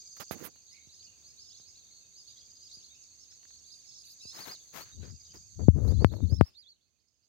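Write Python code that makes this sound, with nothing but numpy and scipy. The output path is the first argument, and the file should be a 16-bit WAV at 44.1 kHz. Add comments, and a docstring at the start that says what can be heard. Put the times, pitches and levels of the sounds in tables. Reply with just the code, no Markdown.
"""In thorn scrub, a flock of small birds whistles over a hiss of insects and a cricket's short bouts.
The whistles are gliding, nearly pure tones that the foliage scatters; the insects sound by stridulation.
Fingers shift on a hand-held camera: friction at its microphone ports gives brushing noise, and twigs tick.
Then a finger covers the left port, which fades, rumbles and thumps hard enough to duck the limiter.
Near the end the recorder's noise suppressor turns down the hiss and the faint background."""
import sys
import numpy as np
from scipy import signal
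from scipy.fft import rfft, irfft, next_fast_len
from scipy.io import wavfile
from scipy.ndimage import uniform_filter1d, minimum_filter1d, map_coordinates

SR = 44100
rng = np.random.default_rng(int(sys.argv[2]) if len(sys.argv) > 2 else 0)


def generate_wav(sig):
    """Save sig (samples, or channels by samples) to the path in sys.argv[1] as 16-bit PCM at SR."""
    pcm = np.round(np.clip(np.atleast_2d(sig).T, -1, 1) * 32767).astype(np.int16)
    wavfile.write(sys.argv[1], SR, pcm)


N = 321048
TIME = np.arange(N) / SR

# insect chorus bands: (centre [Hz], half width [Hz], relative level [dB], left minus right [dB])
INSECT_BANDS = [(3720, 170, -21, -4), (4537, 120, -6.5, -7.5), (5450, 340, -22.5, -7.5),
                (6441, 247, -0.5, -7), (7440, 254, -14, -9.5), (8680, 310, -24.5, -11),
                (12530, 590, -28.5, -12.5)]
# envelope of the chorus: (time [s], relative level [dB])
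INSECT_ENVELOPE = [(0, -55), (.35, -54), (.51, -61), (4.1, -59), (4.55, -57), (5.1, -59), (5.65, -58),
                   (6.35, -65)]
# cricket bouts: (start [s], end [s], chirp period [s], level [dB])
CRICKET_BOUTS = [(.004, .30, 0.055, -54.5), (2.291, 2.39, 0.027, -65.5), (2.396, 2.79, .0526, -57.5),
                 (5.042, 5.43, .0525, -57)]

# noise spectra: (frequency [Hz], relative spectral density [dB])
AIR_SPECTRUM = [(20, -27), (45, -13.5), (80, -0.5), (150, -10), (400, -15.5), (900, -23.5), (2000, -26.5),
                (4000, -20), (10000, -33), (16000, -33)]
SKIN_SPECTRUM = [(40, -16), (120, 1), (450, -1.5), (1200, 0), (2000, -3), (3200, -8.5), (6000, -10),
                 (9000, -18), (13000, -9), (16000, -9)]
SIZZLE_SPECTRUM = [(6000, -27), (10000, -6), (13000, -0.5), (16000, -12)]
CASE_SPECTRUM = [(50, -31), (150, 3), (480, -1), (750, -16), (1500, -30), (3000, -46), (6000, -67)]
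WOOD_SPECTRUM = [(300, -5), (900, -3.5), (1500, 4.5), (2800, -2.5), (4000, 0.5), (9000, -20), (16000, -15)]
RUMBLE_SPECTRUM = [(20, -27.5), (45, -28), (65, -3), (95, -1), (140, -14), (220, -19), (400, -37.5),
                   (900, -77.5)]

# friction strokes: (start [s], swell [s], fade [s], level [dB], left minus right [dB])
PORT_BRUSHES = [(.166, 0.0019, .024, -49, -23.5), (.197, 0.0068, 0.037, -34.5, -36),
                (.308, 0.0044, 0.043, -34, -35.5), (.34, 0.064, 0.076, -51, -25),
                (.42, 0.031, 0.044, -40.5, -30), (.557, 0.0026, .004, -54, -21),
                (4.32, 0.074, 0.078, -43.5, 27), (4.44, .039, 0.08, -41, 49),
                (4.725, 0.045, 0.085, -38.5, 36.5), (5.335, 0.008, 0.054, -54.5, -6),
                (6.44, 0.023, .05, -62.5, 2.5)]
LIGHT_TOUCHES = [(.2, 0.0077, 0.021, -49, -45), (.31, 0.0092, 0.027, -41, -46),
                 (.43, 0.028, .025, -39.5, -37), (4.03, 0.09, 0.044, -58.5, 9),
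                 (4.55, 0.092, .2, -73.5, 18), (5.78, 0.12, .04, -59.5, -16.5)]
CASE_DRAGS = [(.31, 0.047, 0.035, -42, -29), (.385, 0.02, 0.11, -42.5, -40), (4.96, 0.091, 0.068, -48, 32),
              (5.34, 0.0086, .04, -54, -1), (5.592, 0.0017, 0.057, -31.5, 41),
              (5.758, 0.0093, 0.087, -31, 40), (5.8, 0.11, 0.031, -30, 39), (5.92, 0.091, 0.039, -49.5, 42),
              (5.995, .03, 0.029, -29, 45), (6.1, 0.03, 0.047, -33, 42), (6.16, 0.018, 0.15, -44, 41),
              (6.295, .025, 0.043, -38, 50)]
TWIG_TICKS = [(3.319, 0.0025, 0.014, -62.5, -6), (3.43, .002, 0.0044, -54.5, -6),
              (3.452, .002, 0.0056, -57, -11), (3.504, 0.0017, 0.0073, -56.5, -9),
              (4.85, 0.011, 0.097, -57, 28), (5.0, 0.039, 0.093, -55.5, 25), (5.098, .001, 0.0045, -57, 13)]

# close whistles by contour: (start [s], length [s], top pitch [Hz], level [dB], overtones [dB])
HELD_NOTES = [(.275, 0.12, 3540, -74, -32.5), (.8, 0.087, 3980, -69.5, -30),
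              (2.27, 0.091, 3780, -68.5, -30), (2.89, 0.069, 3720, -66, -26), (3.485, .085, 4380, -65, -30),
              (3.645, .19, 4840, -62, -14), (4.25, 0.13, 4230, -59.5, -14), (4.912, 0.051, 3850, -63, -28),
              (4.965, 0.095, 3950, -71, -30), (5.58, 0.083, 4710, -64.5, -42),
              (6.2, 0.06, 3720, -66, -24.5), (6.535, 0.051, 3690, -72, -39.5),
              (6.635, 0.058, 3540, -69, -36)]
PEAKED_NOTES = [(0.671, .11, 5140, -63.5, -16), (2.368, 0.052, 4480, -64, -28),
                (2.595, 0.1, 5260, -60.5, -26), (3.703, .045, 5280, -59, -32),
                (4.378, .088, 4980, -52, -10), (4.479, .088, 5100, -51.5, -21),
                (6.55, .095, 5040, -59, -25)]
RISING_NOTES = [(0.884, .085, 5200, -63.5, -34), (1.224, 0.1, 5270, -63, -27), (1.371, .07, 5350, -57, -38),
                (1.494, 0.032, 5400, -58.5, -47), (2.714, 0.046, 5010, -55, -19),
                (2.827, .048, 5000, -60, -23), (4.201, 0.13, 5350, -54, -17.5),
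                (4.316, 0.061, 5280, -55, -22), (4.785, 0.061, 4850, -56, -30),
                (5.057, 0.074, 5400, -65.5, -34)]
ARCHED_NOTES = [(0.986, 0.094, 4990, -59.5, -40), (1.429, 0.1, 5150, -63, -34),
                (1.537, 0.085, 5250, -62.5, -31), (1.634, 0.1, 5020, -63.5, -36),
                (2.254, .085, 4810, -59.5, -25), (2.69, 0.13, 4830, -60, -19), (3.003, .06, 5200, -67, -32),
                (3.18, 0.073, 5470, -64, -37), (3.283, 0.081, 5450, -62.5, -34),
                (3.525, 0.072, 4600, -64.5, -32), (3.838, 0.098, 5350, -61, -30),
                (3.975, 0.067, 5120, -62, -14), (4.037, 0.062, 4700, -60, -12),
                (4.073, 0.068, 5050, -58.5, -19), (4.189, .07, 5220, -58, -17),
                (5.876, 0.047, 4910, -52, -16.5), (5.935, .06, 4870, -64.5, -28),
                (5.969, .13, 4680, -56.5, -21), (6.096, 0.048, 4420, -59, -21),
                (6.119, .065, 4430, -60.5, -18.5), (6.658, 0.084, 4540, -61, -30.5)]
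FLAT_TOPPED_NOTES = [(1.75, 0.054, 4420, -63, -32), (1.876, .16, 4400, -66.5, -32),
                     (2.15, .082, 5030, -58, -32), (3.918, 0.081, 5460, -57.5, -32),
                     (6.285, .122, 5294, -55.5, -20.5), (6.431, 0.067, 5340, -61.5, -17)]
HIGH_SQUEAKS = [(6.055, 0.051, 12900, -70, -63), (6.105, .033, 13500, -65.5, -60),
                (6.13, .05, 13300, -69, -60), (6.29, 0.085, 15600, -73, -60)]
# a lower voice far off: (start [s], length [s], top pitch [Hz], relative level [dB])
DISTANT_NOTES = [(.705, 0.088, 2350, -68), (1.029, 0.086, 2850, -73.5), (2.901, 0.102, 2700, -76.5),
                 (4.199, 0.042, 2730, -68.5)]

# a port sealed or bumped: (time [s], pressure step [dB], rise [s], leak [s], left minus right [dB])
PORT_BUMPS = [(0.3105, -12.5, 0.00014, 0.00037, -43), (0.872, -41, .0005, .002, -29),
              (1.6, -45, 0.00017, 0.00096, -23), (2.772, -43, 0.00048, 0.0025, -21),
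              (4.254, -33.5, 0.00035, 0.0013, 33), (5.6843, 20, 0.00061, 0.0021, 76),
              (6.0462, 11.5, 0.0001, 0.0031, 70), (6.138, -21.5, 0.00012, 0.0016, 45),
              (6.205, -21, 0.0003, 0.0021, 45), (6.323, 5, 0.002, 0.011, 60),
              (6.4111, 6, .00014, 0.003, 61)]
# a finger pressing on the left port: (start [s], end [s], relative rumble level [dB])
PORT_GRIPS = [(4.87, 5.573, -65.5), (4.99, 5.148, -49), (5.612, 5.68, -33.5), (5.752, 6.066, -26.5),
              (6.137, 6.405, -32.5)]
# transmission of the left port as the finger shifts over it: (time [s], gain [dB])
LEFT_PORT_GAIN = [(0, 2.5), (4.1, 2), (4.5, 5.5), (5.15, -1.5), (5.35, 4), (5.72, -10), (6.38, -36.5),
                  (6.41, 1), (6.7, 2), (6.85, -6.5)]

# pitch contours: (share of the note spent rising, start pitch / top, end pitch / top, flatness of the top)
HELD, PEAKED, RISING = (.5, .89, .92, 2.2), (.55, .72, .7, 1.1), (.88, .68, 1, 1.4)
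ARCHED, FLAT_TOPPED = (.58, .72, .79, 1.9), (.601, .71, .8, 3.1)
# the recorder's noise suppressor turns down the hiss and faint calls, then the remaining background
SUPPRESS_HISS_S, SUPPRESS_BACKGROUND_S = 6.36, 6.5


def amp(db):
    """Amplitude ratio of a level in decibels."""
    return 10 ** (np.asarray(db) / 20)


def unit(x):
    """Normalisation to rms 1."""
    return x / np.sqrt(np.mean(x ** 2) + 1e-20)


def curve(rows):
    """Linear interpolation of (time, value) rows at every sample."""
    return np.interp(TIME, *np.transpose(rows))


def ramp(start, length):
    """Linear transition from 0 to 1, timed in seconds."""
    return np.clip((TIME - start) / length, 0, 1)


def wobble(rate, size=N):
    """Smooth random modulation: a spline through rate knots a second."""
    knots = rng.standard_normal(int(size * rate / SR) + 4)
    return map_coordinates(knots, [np.arange(size) * rate / SR])


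def filtered(x, response):
    """Linear filtering: the spectrum is multiplied by a frequency response."""
    size = next_fast_len(N + 8192)
    return irfft(rfft(x, size) * response(np.fft.rfftfreq(size, 1 / SR)), size)[..., :N]


def noise(spectrum, channels=2):
    """Spectral shaping of uncorrelated white noises, at rms 1."""
    knots_hz, db = np.transpose(spectrum)
    colour = lambda hz: amp(np.interp(np.log(hz + 1), np.log(knots_hz), db))
    return unit(filtered(rng.standard_normal((channels, N)), colour))


def sides(pan_db):
    """Level difference between left and right, the nearer port at full strength."""
    return amp([[min(pan_db, 0)], [min(-pan_db, 0)]])


def add(track, start, sound):
    """Superposition of a stereo sound from start seconds on."""
    i = int(np.clip(start * SR, 0, N - 1))
    track[:, i:i + sound.shape[1]] += sound[:, :N - i]


def insects():
    """Stridulation: many scrapers sum incoherently into flickering bands of hiss."""
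    def bands(hz):
        return np.sqrt(sum((amp(db) * sides(pan_db)) ** 2 * np.exp(-((hz - centre) / width) ** 2 / 2)
                           for centre, width, db, pan_db in INSECT_BANDS))

    flicker_db = .82 * wobble(140) + .5 * wobble(12)
    hiss = unit(filtered(rng.standard_normal((2, N)), bands))
    return hiss * amp(curve(INSECT_ENVELOPE) + 1.43 + flicker_db)


def air():
    """Ambient noise: distant air, strongest in the bass and slightly modulated in level."""
    return amp(-71 + .8 * wobble(6.2)) * noise(AIR_SPECTRUM)


def cricket(stroke_s=.0095, spacing_s=.014, high_hz=5080, low_hz=4680):
    """Stridulation: two wing strokes to a chirp, each falling in frequency as the wing slows."""
    out = np.zeros((2, N))
    progress = np.linspace(0, 1, int(stroke_s * SR))
    phase = 2 * np.pi * np.cumsum(high_hz + (low_hz - high_hz) * progress) / SR
    stroke = unit(np.abs(np.sin(np.pi * progress)) ** .43 * np.sin(phase))
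    for start, end, period, db in CRICKET_BOUTS:
        for onset in np.arange(start, end, period) - .001:
            add(out, onset, stroke * sides(-.93) * amp(db - 2 + rng.normal(0, 1)))
            add(out, onset + spacing_s, stroke * sides(-.31) * amp(db + rng.normal(0, 1)))
    return out


def whistle(length, top_hz, contour, overtones_db=-30, waver=.0045, kink=.00503, flutter_db=3.5):
    """Frequency modulation: a nearly pure tone glides along a contour, loudest near its top."""
    rising, start, end, flatness = contour
    size = int(length * SR)
    progress = np.linspace(0, 1, size)
    from_top = np.interp(progress, [0, rising, 1], [-1, 0, 1])
    edge_ratio = np.clip(np.where(from_top < 0, start, end), .5, 1)
    glide_hz = top_hz * (1 - (1 - edge_ratio) * np.abs(from_top) ** flatness)
    jitter = waver * (2 * wobble(110, size) + wobble(520, size)) / 1.3
    kinks = kink * (1 + 2 * np.abs(from_top)) * wobble(60, size)  # the slopes bend more than the top
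    pitch_hz = uniform_filter1d(glide_hz, size=300) * (1 + jitter + kinks)
    phase = 2 * np.pi * np.cumsum(pitch_hz) / SR
    effort_db = -4 * np.abs(from_top) + flutter_db * wobble(164, size)
    envelope = np.abs(np.sin(np.pi * progress)) ** .36 * amp(effort_db)
    port_db = 11 * np.exp(-((3 * glide_hz - 13200) / 1100) ** 2)  # port resonance lifts harmonic 3
    overtones = amp(overtones_db) * (np.sin(2 * phase) + amp(port_db - 15.5) * np.sin(3 * phase))
    return unit(envelope * (np.sin(phase) + overtones))


def far_birds(top_hz, length, rising, level_db, count=130):
    """Independent sources: the far flock calls at random, each note with its own pitch and length."""
    out = np.zeros((2, N))
    onsets = (np.arange(count) + rng.uniform(-1, 1, count)) * N / SR / count
    for onset, (stretch, pitch, start, end, left, right) in zip(onsets, rng.standard_normal((count, 6))):
        contour = (rising, .87 + .06 * start, .71 + .13 * end, 1.7)
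        note = whistle(length * np.exp(.21 * stretch), top_hz * np.exp(.1 * pitch), contour, waver=.026)
        add(out, onset, note * amp(level_db + 2 * np.array([[left], [right]])))
    return out


def scrub_echo(x, reverb_s=.28):
    """Scattering: leaves and branches return a diffuse echo that decays exponentially."""
    t = np.arange(SR // 3) / SR
    tail = rng.standard_normal((2, len(t))) * amp(-60 * t / reverb_s) * (t > .003)
    return signal.fftconvolve(x, tail / np.linalg.norm(tail[0]), axes=1)[:, :N]


def friction(strokes, spectrum, grain_db, grain_rate):
    """Sliding friction: noise follows the force of each stroke, grainy from surface roughness."""
    force = np.zeros((2, N))
    for start, swell, fade, db, pan_db in strokes:
        contact = np.interp(TIME, [start, start + swell, start + swell + fade], [0, 1, 0])
        force += amp(db) * sides(pan_db) * contact
    return force * unit(noise(spectrum) * amp(grain_db * wobble(grain_rate)))


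def port_brushing():
    """Friction of ridged skin on a port: broadband for a brush, a thin sizzle for a light touch."""
    brushes = friction(PORT_BRUSHES, SKIN_SPECTRUM, grain_db=2, grain_rate=700)
    return brushes + friction(LIGHT_TOUCHES, SIZZLE_SPECTRUM, grain_db=2.5, grain_rate=430)


def placed(note, flock_pan_db=-7, scatter_db=3.5):
    """Direction cues: a bird's note differs in level and arrival time at the two ports."""
    pan_db = flock_pan_db + scatter_db * rng.normal()  # the flock sits to the right
    lag_samples = rng.choice([-3, -2, 2, 3])
    return np.array([note, np.roll(note, lag_samples)]) * amp([[pan_db / 2], [-pan_db / 2]])


def near_birds():
    """Direct sound: the closest birds whistle a few kinds of pitch contour."""
    out = np.zeros((2, N))
    kinds = [(ARCHED_NOTES, ARCHED), (FLAT_TOPPED_NOTES, FLAT_TOPPED), (PEAKED_NOTES, PEAKED),
             (RISING_NOTES, RISING), (HELD_NOTES, HELD), (HIGH_SQUEAKS, FLAT_TOPPED)]
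    for notes, contour in kinds:
        for onset, length, top_hz, db, overtones_db in notes:
            add(out, onset, amp(db) * placed(whistle(length, top_hz, contour, overtones_db)))
    return out


def suppressor_gain(birds, lift_db=1.5, knee_db=-62, cut_db=-15):
    """Noise suppression: slightly more hiss passes during close whistles, far less after a set time."""
    bird_power = np.abs(uniform_filter1d(birds[1] ** 2, size=2200))
    opening = bird_power / (bird_power + amp(knee_db) ** 2)
    return amp(lift_db * opening + cut_db * ramp(SUPPRESS_HISS_S, .04))


def case_dragging():
    """Structure-borne friction: a fingertip drags on the case with a low rub."""
    return friction(CASE_DRAGS, CASE_SPECTRUM, grain_db=4, grain_rate=210)


def port_thumps(corner_hz=71, ring_s=.036, snap_s=.00001, lead_s=.015):
    """Step response: a leaking pressure step rings briefly in the microphone's steep bass cut."""
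    out = np.zeros((2, N))
    t = np.arange(SR // 6) / SR - lead_s
    bass_cut = signal.butter(N=8, Wn=corner_hz, btype="high", fs=SR, output="sos")
    for onset, db, rise, leak, pan_db in PORT_BUMPS:
        snap = min(10 * (snap_s / rise) ** 2, 1)  # the faster the bump, the more of it arrives at once
        step = (1 - snap) * (1 + np.tanh(t / rise)) / 2 + snap * (t > 0)
        pressure = step * np.exp(-np.maximum(t, 0) / leak)
        ring = signal.sosfilt(bass_cut, pressure) * np.exp(-(t / ring_s) ** 4)
        add(out, onset - lead_s, sides(pan_db) * amp(db) * ring)
    return out


def answering_birds(length=.05, top_hz=4690, lag_s=.025, spread_s=.04, drop_db=-9.5, count=2):
    """Call and response: softer neighbours join most close whistles, audible until the suppressor cuts."""
    out = np.zeros((2, N))
    for onset, _, _, db, _ in ARCHED_NOTES + FLAT_TOPPED_NOTES + PEAKED_NOTES + RISING_NOTES:
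        gain = amp(min(db, -58) + drop_db) * (onset < SUPPRESS_HISS_S)
        for delay, stretch, pitch, start, end in rng.standard_normal((count, 5)):
            contour = (.6, .8 + .038 * start, .76 + .063 * end, 1.4)
            hz = top_hz * np.exp(.16 * np.tanh(pitch))
            note = whistle(length * np.exp(.25 * stretch), hz, contour, overtones_db=-21, waver=.015)
            add(out, onset + lag_s + spread_s * delay, placed(note) * gain)
    return out


def distant_bird():
    """Random frequency modulation: a lower voice, far off, holds notes of shaking pitch."""
    out = np.zeros((2, N))
    for onset, length, top_hz, db in DISTANT_NOTES:
        add(out, onset, amp(db + 2) * placed(whistle(length, top_hz, HELD, waver=.03)))
    return out


def twigs():
    """Contact noise: twigs tick and scrape as a branch is pushed aside."""
    return friction(TWIG_TICKS, WOOD_SPECTRUM, grain_db=4, grain_rate=880)


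def grip_rumble(attack_s=.055, release_s=.03, judder_db=4.5, judder_rate=30):
    """Stick-slip friction: skin pressed on the left port makes a juddering rumble."""
    force = sum(amp(db) * (ramp(start - attack_s, attack_s) - ramp(end, release_s))
                for start, end, db in PORT_GRIPS)
    analytic = signal.hilbert(noise(RUMBLE_SPECTRUM, channels=1))
    tremor = unit(analytic.real / (np.abs(analytic) + 1.3))  # a steady grip evens out the swings
    return tremor * force * amp(3.5 + judder_db * wobble(judder_rate)) * sides(45)


def scene():
    """Superposition and occlusion: wildlife reaches both ports, except while a finger seals the left."""
    birds = near_birds()
    near = birds + cricket() + answering_birds()
    far = far_birds(top_hz=4610, length=.034, rising=.81, level_db=-72.5)
    far += far_birds(top_hz=2794, length=.047, rising=.3, level_db=-85.5)
    echo = scrub_echo(amp(-1) * far + amp(-9.5) * near + distant_bird())  # the last arrives only as echo
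    background = (far + echo + air()) * amp(-8.5 * ramp(SUPPRESS_BACKGROUND_S, .083))
    outdoors = near + insects() * suppressor_gain(birds) + background
    port_gains = np.array([amp(curve(LEFT_PORT_GAIN)), np.ones(N)])
    handling = grip_rumble() + port_brushing() + case_dragging() + twigs() + port_thumps()
    return outdoors * port_gains + handling


def record(dry, release_s=.085, ceiling=1.0, top_hz=15900):
    """Peak limiting: one gain for both channels dips at once and recovers slowly; then a band limit."""
    over_db = 20 * np.log10(np.maximum(np.abs(dry).max(axis=0) / ceiling, 1))
    look_ahead_db = -minimum_filter1d(-over_db, size=265)
    decay = TIME / release_s
    reduction_db = np.exp(np.maximum.accumulate(np.log(look_ahead_db + 1e-12) + decay) - decay)
    limited = dry * amp(-uniform_filter1d(reduction_db, size=130))
    return filtered(limited, lambda hz: hz < top_hz)


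dry = scene()
out = record(dry)
generate_wav(out)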